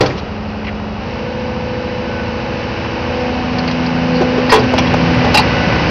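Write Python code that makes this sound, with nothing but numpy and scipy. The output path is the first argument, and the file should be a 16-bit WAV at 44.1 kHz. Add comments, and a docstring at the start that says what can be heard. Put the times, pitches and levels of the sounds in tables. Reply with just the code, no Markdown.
"""Excavator spinning a lifted track

An excavator spins one steel track in a dirt yard. Its six-cylinder diesel speeds up after a second,
with the hydraulic pump humming on the same shaft. The track's shoes (its steel plates) rattle, scrape,
clank together and thud against the frame. The microphone moves in under the machine, where the
loudest blows overload it."""
import sys
import numpy as np
from scipy import signal
from scipy.fft import rfft, irfft, next_fast_len
from scipy.io import wavfile
from scipy.ndimage import uniform_filter1d, minimum_filter1d, map_coordinates

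SR = 44100
rng = np.random.default_rng(int(sys.argv[2]) if len(sys.argv) > 2 else 0)


def unload_wav(signal):
    """Save mono or channel-first audio to the path in sys.argv[1] as 16-bit WAV at rate SR, clipped to [-1, 1]."""
    wavfile.write(
        sys.argv[1],
        SR,
        np.round(np.clip(np.atleast_2d(signal).T, -1, 1) * 32767).astype(np.int16),
    )


N = 260190


def amp(db):
    """Turn decibels into a gain."""
    return 10 ** (np.asarray(db) / 20)


def unit(x):
    """Scale x to an average (rms) level of 1."""
    return x / np.sqrt(np.mean(x ** 2) + 1e-20)


def curve(rows):
    """Join (seconds, value) points with straight lines."""
    return np.interp(np.arange(N) / SR, *np.transpose(rows))


def ramp(start, length):
    """A straight rise from 0 to 1, timed in seconds."""
    return curve([(start, 0), (start + length, 1)])


def wobble(rate):
    """A smooth curve through `rate` random points a second."""
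    return map_coordinates(rng.standard_normal(int(N * rate / SR) + 4), [np.arange(N) * rate / SR])


def filtered(x, response):
    """Filter x; response(hz) gives the gain at each frequency."""
    size = next_fast_len(len(x) + 8192)
    hz = np.fft.rfftfreq(size, 1 / SR) + 1e-3
    return irfft(rfft(x, size) * response(hz), size)[:len(x)]


def shape(points, hz):
    """The gain at hz on a line through (Hz, dB) points."""
    freqs, db = np.transpose(points)
    return amp(np.interp(np.log(hz), np.log(freqs), db))


def coloured(x, points):
    """Filter x by (Hz, dB) points and scale it to level 1."""
    return unit(filtered(x, lambda hz: shape(points, hz)))


def resonance(hz, centre, width):
    """The response of something that rings at one pitch."""
    return 1j * hz * width / (centre ** 2 - hz ** 2 + 1j * hz * width)


def add(out, start, sound):
    """Mix a sound in at `start` seconds."""
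    part = out[max(round(start * SR), 0):][:len(sound)]
    part += sound[:len(part)]


# Engine speed. Each row: time in seconds, cylinder firings per second.
FIRING_RATE = [(0, 71.5), (0.96, 71.1), (1.08, 82.9), (1.45, 83.7), (2.7, 83.1), (4.2, 83.5), (4.8, 84.3),
               (5.5, 82.5), (5.9, 83.3)]
# The walk up to the machine. Each row: time in seconds, nearness in dB.
NEARNESS = [(0.5, 0), (1.6, -0.2), (2.8, 3.5), (4, 5.5), (4.7, 8), (5.3, 11), (5.9, 11)]
# Each named row: level in dB far off at idle, dB per dB of nearness, change in dB with open throttle.
LAYER_LEVELS = {"rumble": (-30, 0.42, -3.5), "drone": (-36, 0.55, 5.8), "block": (-29.5, 0.92, 0.6),
                "clatter": (-36, 0.98, 4.14), "tones": (-34, 0.068, 4.24), "high mesh": (-66, 0.98, 4.5)}
UNDER_S, DIP_S = 4.25, 1  # when the microphone dips under the hull, and how long that takes

def level(layer):
    """A layer's gain follows the microphone's nearness and the engine's speed."""
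    idle_db, growth, throttle_db = LAYER_LEVELS[layer]
    speed = curve(FIRING_RATE)
    throttle = (speed - speed.min()) / np.ptp(speed)
    return amp(idle_db + growth * curve(NEARNESS) + throttle_db * throttle)


# The hollow under the machine. Each row: frequency in Hz, relative level in dB.
HULL_SPECTRUM = [(60, -26), (95, 0), (125, 4.5), (160, 0.5), (205, -1.5), (270, -5.5), (330, -3),
                 (600, -63.5)]

def hull_drone(rise_db=5.5, rise_s=0.34):
    """The hollow under the hull drones, louder once the microphone is inside."""
    inside = amp(rise_db * ramp(UNDER_S, rise_s))
    return level("drone") * inside * coloured(rng.standard_normal(N), HULL_SPECTRUM)


def cyclic(cycles, alike, size=3200):
    """Noise of which the share `alike` repeats with every engine cycle."""
    pattern = map_coordinates(rng.standard_normal(size), [cycles % 1 * size], mode="grid-wrap")
    return np.sqrt(alike) * pattern + np.sqrt(1 - alike) * rng.standard_normal(N)


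# One number per cylinder: how strongly it knocks.
CYLINDERS = [1, 0.85, 0.82, 1, 0.53, 0.43]

def knocking(cycles, depth, fade):
    """A gain that jumps as each cylinder fires and fades before the next."""
    firings = cycles * len(CYLINDERS)
    strength = np.take(CYLINDERS, firings.astype(int) % len(CYLINDERS))
    return 1 + depth * strength * np.exp(-(firings % 1) / fade)


# The diesel's three noises. Each row: frequency in Hz, relative level in dB.
RUMBLE_SPECTRUM = [(20, -50), (28, -34.5), (36, -18.5), (48, -9), (62, -3), (85, 0.5), (110, -6.5),
                   (200, -28.5), (400, -62)]
BLOCK_SPECTRUM = [(150, -49.5), (290, -4), (370, -3), (450, 2), (500, -0.5), (560, 4), (640, -3), (800, -2),
                  (980, -2.5), (1200, -5), (1500, -8.5), (2500, -46)]
CLATTER_SPECTRUM = [(700, -31), (1250, -14), (1530, 1), (1750, -0.5), (2000, 0), (2200, -0.5), (2500, 2),
                    (2900, 1), (3300, -10), (3700, -9.5), (4400, -8.5), (5100, -9), (6200, -17),
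                    (8000, -32.5)]

def diesel(cycles, under_db=4.5):
    """The exhaust rumbles, the engine block knocks and the fuel injectors clatter."""
    under_hull = amp(under_db * ramp(UNDER_S, DIP_S) ** 2)
    rumble = under_hull * coloured(cyclic(cycles, alike=0.66), RUMBLE_SPECTRUM)
    block = cyclic(cycles, alike=0.44) * knocking(cycles, depth=0.7, fade=0.21)
    clatter = cyclic(cycles, alike=0.38) * knocking(cycles, depth=0.2, fade=0.27)
    return (level("rumble") * rumble
            + level("block") * coloured(block, BLOCK_SPECTRUM)
            + level("clatter") * coloured(clatter, CLATTER_SPECTRUM))


def tone(cycles, order, waver, waver_rate=8.7):
    """A wavering tone of level 1 that vibrates `order` times per engine cycle."""
    return np.sqrt(2) * np.sin(2 * np.pi * (order * cycles + rng.random()) + waver * wobble(waver_rate))


# Tones of the engine and its gears. 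Each row: vibrations per engine cycle, relative level in dB.
ENGINE_TONES = [(4, -8), (6, 0.5), (8, -3.5), (9, -6), (14, -1.5), (15, -4), (16, 3.5), (21, -11.5),
                (24, -1.5), (28, -8.5), (32, -6.5), (34, -5.5), (39, -6.5), (40, -10), (48, -11.5),
                (56, -19.5), (59, -12.5), (60, -7.5), (62, -9.5), (66, -8.5), (68, -10), (70, -15),
                (72, -14), (90, -14), (126, -19), (162, -21.5), (286, -21.5), (324, -20.5)]

def engine_tones(cycles):
    """Unequal cylinders make tones at multiples of the engine's cycle rate."""
    tones = sum(amp(db + 1.5 * wobble(3.2)) * tone(cycles, order, waver=0.2, waver_rate=8)
                for order, db in ENGINE_TONES)
    return level("tones") * tones / np.sqrt(2)


# The exhaust's hum. Each row: time in seconds, level in dB.
EXHAUST_LEVELS = [(0.8, -42.5), (1.5, -35), (3.15, -38.5), (3.7, -24.5), (4.15, -19.5), (4.5, -33.5),
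                  (5.12, -16.5), (5.37, -31.5), (5.68, -21.5)]

def exhaust_hum(cycles):
    """A hum at twice the firing rate, loudest in the standing waves by the hull."""
    return amp(curve(EXHAUST_LEVELS)) * tone(cycles, order=12, waver=0.09)


# The lower of two gear whines. Each row: time in seconds, level in dB.
GEAR_LEVELS = [(0.9, -49.5), (1.3, -44), (2.03, -44), (2.16, -30.5), (2.34, -39.5), (2.7, -44), (3.6, -40),
               (5.1, -38.5), (5.6, -30)]

def gears(cycles, flutter, under_db=20):
    """Meshing teeth whine at two pitches; the higher one swells under the hull."""
    low = amp(curve(GEAR_LEVELS)) * tone(cycles, order=108, waver=0.85)
    high = level("high mesh") * tone(cycles, order=144, waver=0.8)
    return flutter * (low + amp(under_db * ramp(UNDER_S, DIP_S)) * high)


# The pump's hum and its whines at two and three times that pitch. Each row: time in seconds, level in dB.
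HUM_LEVELS = [(0.22, -35), (0.36, -26), (0.92, -26.5), (1.02, -32), (1.2, -33.5), (2.899, -31.5),
              (3.3, -23), (4.15, -17.5), (5.3, -18.5), (5.6, -25)]
OCTAVE_LEVELS = [(0.95, -45), (1.1, -30), (1.35, -26.5), (1.9, -24.5), (2.25, -28.5), (2.55, -26),
                 (2.8, -32), (3.25, -22), (3.45, -33), (3.9, -32), (4.15, -20.5), (4.4, -20.5), (4.7, -29),
                 (5.35, -26), (5.9, -32)]
THIRD_LEVELS = [(1, -60), (1.4, -40.5), (2.7, -49.5), (3.25, -29), (4.199, -36), (5.9, -30.5)]

def pump(cycles, flutter):
    """Nine pistons make the oil pressure ripple at three times the firing rate."""
    hum = amp(curve(HUM_LEVELS)) * tone(cycles, order=18, waver=0.073)
    octave = amp(curve(OCTAVE_LEVELS) + 1.1 * wobble(16)) * tone(cycles, order=36, waver=0.15)
    third = amp(curve(THIRD_LEVELS)) * tone(cycles, order=54, waver=0.79)
    return hum + octave + flutter * third


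# The notes of the shoes and pins. Each row: pitch in Hz, width in Hz, relative level in dB.
SHOE_NOTES = [(840, 160, 6.5), (1110, 97, 5.5), (1885, 260, 4.5), (2415, 120, 7), (2730, 67, 5),
              (3320, 190, 1.5), (3950, 320, -1), (4340, 160, 1), (4580, 110, -2.5), (4930, 100, -0.5),
              (5100, 110, -3), (5820, 420, -3.5)]

def steel(hz, damping):
    """How a shoe rings; pressing on another damps it, which widens each note."""
    return sum((-1) ** k * amp(db) * resonance(hz, pitch, width * damping)
               for k, (pitch, width, db) in enumerate(SHOE_NOTES))


def rattle(hits_per_s=45, spread_db=4, level_db=-16.5, fade_s=0.063):
    """Loose pins and shoes chatter at random as the chain runs round."""
    when, force = rng.random((int(hits_per_s * N / SR), 2)).T
    hits = np.bincount((when * N).astype(int), amp(-spread_db * np.log(1 - 0.95 * force)), N)
    decay = amp(-60 * np.arange(SR // 10) / SR / fade_s)
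    bursts = signal.fftconvolve(hits, decay)[:N] * rng.standard_normal(N)
    chatter = unit(filtered(bursts, lambda hz: steel(hz, damping=3)))
    return amp(level_db) * level("clatter") * chatter


def contact(hz, main_hz, octaves, others):
    """The spot that is touched favours notes near main_hz; the rest get the gain `others`."""
    return others + np.exp(-0.5 * (np.log2(hz / main_hz) / octaves) ** 2)


# Each row: start in seconds, level in dB, main pitch in Hz, spread in octaves, length in seconds.
SHOE_SCRAPES = [(0.166, -30.5, 4060, 0.55, 0.043), (0.641, -30, 2400, 0.6, 0.02),
                (0.664, -25, 2200, 0.6, 0.015), (0.674, -24, 2080, 0.58, 0.028),
                (4.129, -31, 4480, .12, 0.078)]

def scrapes():
    """A dirty shoe drags along its guide: a rasp that swells and fades."""
    out = np.zeros(N)
    for start, db, main_hz, octaves, length in SHOE_SCRAPES:
        stroke = np.sin(np.pi * np.linspace(0, 1, int(length * SR)))
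        body = lambda hz: steel(hz, damping=2.3) * contact(hz, main_hz, octaves, others=0.1)
        rasp = unit(filtered(rng.standard_normal(len(stroke)), body))
        add(out, start, amp(db) * stroke * rasp)
    return out


def blow(body, notes, ring_share, fade_s, attack_s, smear):
    """One fading hit: part scrape, part ringing (Hz, gain) notes that drift as the parts shift."""
    t = np.arange(SR // 2) / SR
    scrape = unit(filtered(rng.standard_normal(len(t)), body))
    drift = lambda: smear * np.cumsum(rng.standard_normal(len(t))) / np.sqrt(SR)
    ring = unit(sum(gain * np.sin(2 * np.pi * (hz * t + rng.random()) + drift()) for hz, gain in notes))
    envelope = amp(-60 * t / fade_s) * (1 - np.exp(-t / attack_s))
    return (np.sqrt(1 - ring_share) * scrape + np.sqrt(ring_share) * ring) * envelope


# The track frame's noise and its notes. Each row: frequency in Hz, relative level in dB.
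FRAME_SPECTRUM = [(30, -37), (70, -5), (160, -11.5), (450, -4.5), (900, -8.5), (1400, -11), (3000, -17.5),
                  (6000, -22.5)]
FRAME_NOTES = [(130, 4), (290, 0), (370, -2), (436, 4.5), (505, 3), (580, -1), (630, -0.5), (778, 1),
               (855, -2), (992, 0)]
# Each row: start in seconds, relative level in dB, boom pitch in Hz, spread in octaves,
# seconds to fade by 60 dB.
CHAIN_THUDS = [(.006, -4.5, 260, 1.7, 0.17), (.03, -16, 642, 0.39, 0.23), (.05, -18, 196, 0.82, 0.66),
               (4.208, -11.5, 367, 0.092, 0.11), (4.219, -12.5, 670, 0.22, 0.094),
               (4.379, -12, 376, 0.2, 0.092), (4.495, -20.5, 1064, .15, 0.13),
               (4.521, -1.5, 974, 0.25, 0.18), (4.522, -2, 434, 0.091, 0.26), (4.545, -10.5, 487, .5, 0.11),
               (4.736, -4, 595, .6, 0.043), (4.781, -12.5, 827, 0.65, .1), (4.939, -0.5, 620, 0.33, 0.035),
               (5.243, -11, 698, 0.61, 0.16), (5.346, -3, 850, 0.048, 0.091), (5.378, -7, 848, 0.09, 0.1),
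               (5.394, -7.5, 887, .2, 0.07)]

def thuds(boom_db=13, boom_width_hz=130):
    """The slack chain slaps the hollow frame, which booms."""
    out = np.zeros(N)
    for start, db, boom_hz, octaves, fade_s in CHAIN_THUDS:
        boom = lambda hz: 1 + amp(boom_db) * abs(resonance(hz, boom_hz, boom_width_hz))
        body = lambda hz: shape(FRAME_SPECTRUM, hz) * boom(hz)
        notes = [(hz * rng.normal(1, 0.012), amp(note_db) * contact(hz, boom_hz, octaves, others=0.04))
                 for hz, note_db in FRAME_NOTES]
        thud = blow(body, notes, ring_share=0.56, fade_s=fade_s, attack_s=0.0019, smear=4)
        add(out, start, amp(db + 4.5) * thud)
    return out


# The click that starts a clank. Each row: frequency in Hz, relative level in dB.
CRACK_SPECTRUM = [(300, -20), (900, 0), (2500, -6), (5000, -8.5), (8000, -25.5)]

def crack(fade_s=0.022):
    """The first instant of steel on steel is a short burst of noise."""
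    t = np.arange(SR // 10) / SR
    return coloured(rng.standard_normal(len(t)), CRACK_SPECTRUM) * amp(-60 * t / fade_s)


# Each row: start in seconds, relative level in dB, main pitch in Hz, spread in octaves,
# seconds to fade by 60 dB, share that rings rather than scrapes (0 to 1).
SHOE_CLANKS = [(.008, -12, 4340, 1.1, 0.052, 0.5), (.009, -16, 4410, 0.09, 0.064, 0.8),
               (.061, -17, 4440, 0.45, 0.042, 0.5), (0.101, -24.5, 2000, 0.22, 0.085, .3),
               (3.585, -19.5, 4400, 0.12, 0.058, .75), (3.586, -21, 1880, 0.64, 0.063, 0.2),
               (3.677, -21, 4470, 0.11, 0.068, 0.5), (3.679, -22.5, 2300, .6, .06, 0.2),
               (3.712, -20.5, 4400, 0.44, 0.038, 0.6), (3.862, -21.5, 4550, 0.17, 0.053, 0.5),
               (4.494, -14, 1885, 0.094, .15, 0.6), (4.496, -20.5, 4370, 0.087, .08, .7),
               (4.502, -15, 4970, 0.08, 0.083, 0.9), (4.518, -8.5, 2510, 0.19, 0.14, 0.5),
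               (4.527, -11, 1057, 0.11, 0.2, 1), (4.539, -11, 3190, 0.16, 0.12, 0.8),
               (4.558, -13, 3770, 0.13, 0.052, .7), (4.592, -22, 4870, 0.13, .06, .6),
               (4.78, -11.5, 2960, 0.35, 0.084, 0.4), (4.785, -16.5, 5830, 0.13, 0.056, 0.4),
               (4.868, -23, 3480, 0.22, 0.091, 0.7), (5.343, -8, 4880, .1, 0.061, 0.7),
               (5.345, -7, 2740, 0.07, 0.11, 0.8), (5.351, -11.5, 3900, .08, 0.073, .85),
               (5.371, -7, 4780, .13, 0.059, .78), (5.373, -4.5, 2590, 0.09, 0.083, 0.85),
               (5.381, -8, 3950, .1, .055, 0.7), (5.393, -13, 4470, 0.12, 0.073, 0.8)]

def clanks():
    """Shoe strikes shoe: a sharp crack, then the steel rings."""
    out = np.zeros(N)
    for start, db, main_hz, octaves, fade_s, ring_share in SHOE_CLANKS:
        favour = lambda hz: contact(hz, main_hz, octaves, others=0.12)
        body = lambda hz: steel(hz, damping=2.4) * favour(hz)
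        notes = [(hz * rng.normal(1, 0.0081), amp(note_db + rng.normal(0, 2)) * favour(hz))
                 for hz, _, note_db in SHOE_NOTES]
        clank = blow(body, notes, ring_share, fade_s, attack_s=0.0023, smear=4.5)
        add(out, start, amp(db + 3.5) * clank)
        add(out, start, amp(db) * crack())
    return out


def scene():
    """Engine, gears and pump turn together; the track runs beside them."""
    cycles = np.cumsum(curve(FIRING_RATE)) / SR / len(CYLINDERS)  # each cylinder fires once a cycle
    engine = hull_drone() + diesel(cycles) + engine_tones(cycles) + exhaust_hum(cycles)
    flutter = amp(2.2 * wobble(25))  # the high whines flicker together
    drive = gears(cycles, flutter) + pump(cycles, flutter)
    track = rattle() + scrapes() + thuds() + clanks()
    return (engine + drive + track)[None]


def limited(x, top, depth_db, window=130):
    """A fast limiter turns peaks above `top` down, by depth_db at most."""
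    needed = np.clip(top / (np.abs(x) + 1e-9), amp(-depth_db), 1)
    return x * uniform_filter1d(minimum_filter1d(needed, window), window)


def record(dry, dull_hz=5900, clip_level=0.725, top_hz=15800):
    """A steep treble cut above about 6 kHz dulls the sound; big blows are limited, yet still overload."""
    dull = filtered(dry[0], lambda hz: 1 / np.sqrt(1 + (hz / dull_hz) ** 24))
    held = limited(dull, top=0.71, depth_db=1.5)
    clipped = held / (1 + np.abs(held / clip_level) ** 50) ** (1 / 50)
    return filtered(clipped, lambda hz: hz < top_hz)[None]


dry = scene()
out = record(dry)
unload_wav(out)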